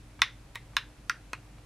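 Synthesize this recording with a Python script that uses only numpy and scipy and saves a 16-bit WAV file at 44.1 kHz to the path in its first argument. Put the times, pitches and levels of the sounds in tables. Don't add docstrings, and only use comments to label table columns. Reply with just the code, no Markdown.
import sys
import numpy as np
from scipy import signal
from scipy.fft import rfft, irfft
from scipy.io import wavfile

SR = 44100
rng = np.random.default_rng(int(sys.argv[2]) if len(sys.argv) > 2 else 0)


def file_out(sig):
    cols = np.atleast_2d(sig).T
    lim = np.clip(cols, -1, 1)
    pcm = np.round(lim * 32767).astype(np.int16)
    wavfile.write(sys.argv[1], SR, pcm)


N = 72765

CLICK_SIZE, ROOM_SIZE = 4096, 16384
SHELL_LOWEST_HZ = 848


def from_db(db):
    return 10 ** (np.asarray(db) / 20)


def decay(t60, size):
    seconds = np.arange(size) / SR
    return np.exp(-np.log(1000) * seconds / t60)


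def unit_energy(x):
    return x / np.sqrt(np.sum(x ** 2))


def cut(x, hz, kind, order=2):
    sos = signal.butter(order, min(hz, .45 * SR), kind, fs=SR, output="sos")
    return signal.sosfilt(sos, x)


def coloured(x, spectrum):
    hz, db = np.transpose(spectrum)
    bins_hz = np.maximum(np.fft.rfftfreq(len(x), 1 / SR), 1)
    gain = from_db(np.interp(np.log(bins_hz), np.log(hz), db))
    return irfft(rfft(x) * gain, len(x))


def add(out, s, x):
    i = max(int(s * SR), 0)
    out[i:i + len(x)] += x[:len(out) - i]


def stereo(mid, side):
    return np.array([mid + side, mid - side])


def hum():
    # frequency in Hz, level in dB rms before the waver.
    tones = [(49.6, -55.5), (112, -60.5), (300.5, -66.5)]
    waver_depth, waver_hz = 0.18, 6
    t = np.arange(N) / SR
    out = np.zeros(N)
    for hz, db in tones:
        waver = cut(rng.standard_normal(N + SR), waver_hz, "low")[SR:]
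        level = np.sqrt(2) * from_db(db) * (1 + waver_depth * waver / waver.std())
        out += level * np.sin(2 * np.pi * (hz * t + rng.random()))
    return out


def air():
    # frequency in Hz, relative level in dB per Hz.
    noise_colour = [(12, -36), (20, -6.5), (55, -6.5), (130, -3), (193, -11), (310, -14), (357, -18),
                    (527, -18), (1260, -24), (2020, -26.5), (2600, -26), (2910, -29.5), (10500, -37),
                    (13500, -46), (16000, -76)]
    # frequency in Hz, side minus mid in dB.
    noise_width = [(30, -26.5), (120, -22.5), (300, -13), (1000, -7), (12000, -0.5)]
    mid_db = -55
    mid, side = (coloured(white, noise_colour) for white in rng.standard_normal((2, N)))
    return from_db(mid_db) * stereo(mid, coloured(side, noise_width)) / mid.std()


def reflections():
    # frequency in Hz, gain in dB before levelling.
    reflection_colour = [(300, 9), (1000, -0.5), (2000, 2), (4000, 1.5), (7000, -3), (10000, -2),
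                         (16000, -5.5)]
    early_db, early_t60_s = -11.5, 0.11
    late_db, late_t60_s, late_dull_hz = -16.5, 0.24, 7000
    delay_s = .002
    early, late = (coloured(white, reflection_colour) for white in rng.standard_normal((2, ROOM_SIZE)))
    early = from_db(early_db) * unit_energy(early * decay(early_t60_s, ROOM_SIZE))
    late = unit_energy(late * decay(late_t60_s, ROOM_SIZE))
    late = from_db(late_db) * cut(late, late_dull_hz, "low")
    return np.concatenate([np.zeros(int(delay_s * SR)), early + late])


def room(x):
    # frequency in Hz, side minus mid in dB.
    reflection_width = [(300, -9.5), (1200, -26), (4000, -17), (8000, -2), (15000, -1)]
    mid = reflections()
    side = coloured(reflections(), reflection_width)
    return stereo(signal.fftconvolve(x, mid)[:N], signal.fftconvolve(x, side)[:N])


def ring(hz, db, t60):
    t = np.arange(CLICK_SIZE) / SR
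    return from_db(db) * np.sin(2 * np.pi * hz * t) * decay(t60, CLICK_SIZE)


def jolt():
    out = np.zeros(N)
    add(out, .212, ring(hz=75, db=-38, t60=0.083))
    return out


def touches():
    # start in seconds, level in dB before dulling, low-pass corner in Hz.
    scuff_events = [(0.192, -19, 2200), (0.5491, -23.5, 15000), (0.561, -23.5, 2620), (0.733, -25.5, 1510),
                    (1.583, -33.5, 5000)]
    # frequency in Hz, relative level in dB per Hz.
    scuff_colour = [(500, -18), (1000, 13), (2000, 6), (4000, 2.5), (7000, -10), (10000, -7.5),
                    (16000, -7.5)]
    t60_s, attack_s = 0.035, 0.00065
    out = np.zeros(N)
    attack = 1 - np.exp(-np.arange(CLICK_SIZE) / SR / attack_s)
    envelope = decay(t60_s, CLICK_SIZE) * attack
    for s, db, dull_hz in scuff_events:
        noise = coloured(rng.standard_normal(CLICK_SIZE), scuff_colour)
        scuff = unit_energy(noise * envelope)
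        add(out, s, from_db(db) * cut(scuff, dull_hz, "low"))
    return out


def crack(dull_hz):
    # frequency in Hz, relative level in dB per Hz.
    crack_colour = [(900, -2), (2000, 6), (3500, -2), (5000, -1), (6300, 0), (7100, -10.5), (8200, -5.5),
                    (9500, -5.5), (12000, -13.5), (13500, -11), (15000, -13), (16500, -45)]
    t60_s = 0.012
    noise = coloured(rng.standard_normal(CLICK_SIZE), crack_colour)
    burst = unit_energy(noise * decay(t60_s, CLICK_SIZE))
    return cut(burst, dull_hz, "low", order=1)


def struck(modes):
    return sum((-1) ** k * ring(*mode) for k, mode in enumerate(modes))


def all_round(click):
    blur_hz = 110.37
    power = np.abs(rfft(click)) ** 2
    hz = np.fft.rfftfreq(CLICK_SIZE, 1 / SR)
    kernel = np.exp(-.5 * ((hz - SR / 4) / blur_hz) ** 2)
    smooth_power = np.convolve(power, kernel / kernel.sum(), "same")
    pulse = irfft(np.sqrt(smooth_power))
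    pulse = np.roll(pulse, int(SR / blur_hz / 2))
    return cut(pulse, SHELL_LOWEST_HZ, "high", order=6)


def clicks():
    # kind of click, start in seconds, level in dB,
    # rebound delay in seconds, rebound level in dB, crack level in dB before dulling,
    # crack low-pass corner in Hz, thud level in dB before its filters, room feed in dB.
    strikes = [ ("sharp", 0.2181, 0, .0021, -12, 2.8, 8600, -8, -0.64),
               ("soft", 0.556, -20, 0.00108, -4, 4.3, 19000, 8, -0.33),
               ("bright", 0.7666, -3.5, .0020, -7.5, .5, 11400, -6, -0.79),
               ("hollow", 1.0961, -9, .0007, -6.5, -.5, 14300, -2, -1.7),
               ("dull", 1.3321, -13, 0.001188, -7.5, -1.2, 11000, 11.3, -2), ]
    modes = {
        "sharp": [(904, -32, 0.04), (1114, -16, 0.042), (1105, -7.5, 0.015), (1380, -10, 0.0085),
                  (1600, -15, 0.021), (1930, -15, 0.034), (2097, -17, 0.035), (2574, -12, 0.016),
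                  (2950, -27.5, 0.054), (3580, -13, 0.046), (4105, -12.5, 0.0069), (4890, -24.5, 0.028),
                  (5410, -21.5, 0.036), (6150, -16.5, 0.0047)],
        "soft": [(930, -23, .033), (1123, -12, .01), (1570, -16, .023), (1900, -15, .04), (2060, -29, .14),
                 (2224, -12, .017), (2553, -19, .028), (3480, -20, .02), (3770, -12, .008),
                 (4260, -23, .025), (6150, -28, .03)],
        "bright": [(1030, -16, .017), (1185, -9.5, .0075), (1400, -22, .034), (1680, -13.5, .032),
                   (2180, -18, .018), (2430, -25, .03), (2720, -17.5, .04), (3020, -18, .013),
                   (3585, -18, .027), (3957, -19.5, .025), (4323, -25, .025), (4900, -24, .014),
                   (5500, -22, .013), (6300, -24, .012)],
        "hollow": [(1040, -24, .035), (1140, -22, .035), (1410, -11.5, .036), (1647, -17, .036),
                   (1885, -14, .033), (2050, -17, .038), (2370, -20, .028), (2740, -29, .035),
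                   (3040, -32, .03), (3750, -18, .016), (4450, -22, .012), (5000, -22, .012),
                   (5480, -18, .018), (6100, -16.5, .009)],
        "dull": [(1030, -17.5, .028), (1292, -13, .032), (1500, -21, .03), (1640, -26, .03),
                 (1910, -21, .033), (2125, -19, .045), (2550, -15, .022), (3260, -29, .018),
                 (3920, -22, .014), (4350, -26, .014), (6450, -26, .01)],
    }
    direct, to_room = np.zeros((2, N))
    thud = cut(signal.unit_impulse(CLICK_SIZE), 860, "low")
    thud = cut(thud, 220, "high")
    for kind, s, db, rebound_s, rebound_db, crack_db, dull_hz, thud_db, room_db in strikes:
        body = struck(modes[kind])
        blow = body + from_db(crack_db) * crack(dull_hz)
        add(blow, rebound_s, from_db(rebound_db) * body)
        radiated = cut(blow, SHELL_LOWEST_HZ, "high", order=8)
        click = from_db(db) * (radiated + from_db(thud_db) * thud)
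        add(direct, s, click)
        add(to_room, s, from_db(room_db) * all_round(click))
    return direct, to_room


def scene():
    direct, to_room = clicks()
    scuffs = touches()
    background = hum() + air()
    return background + room(to_room + scuffs) + jolt() + scuffs + direct


def record(dry):
    cutoff_hz = 16200
    sos = signal.ellip(10, .1, 80, cutoff_hz, fs=SR, output="sos")
    return signal.sosfilt(sos, dry)


dry = scene()
out = record(dry)
file_out(out)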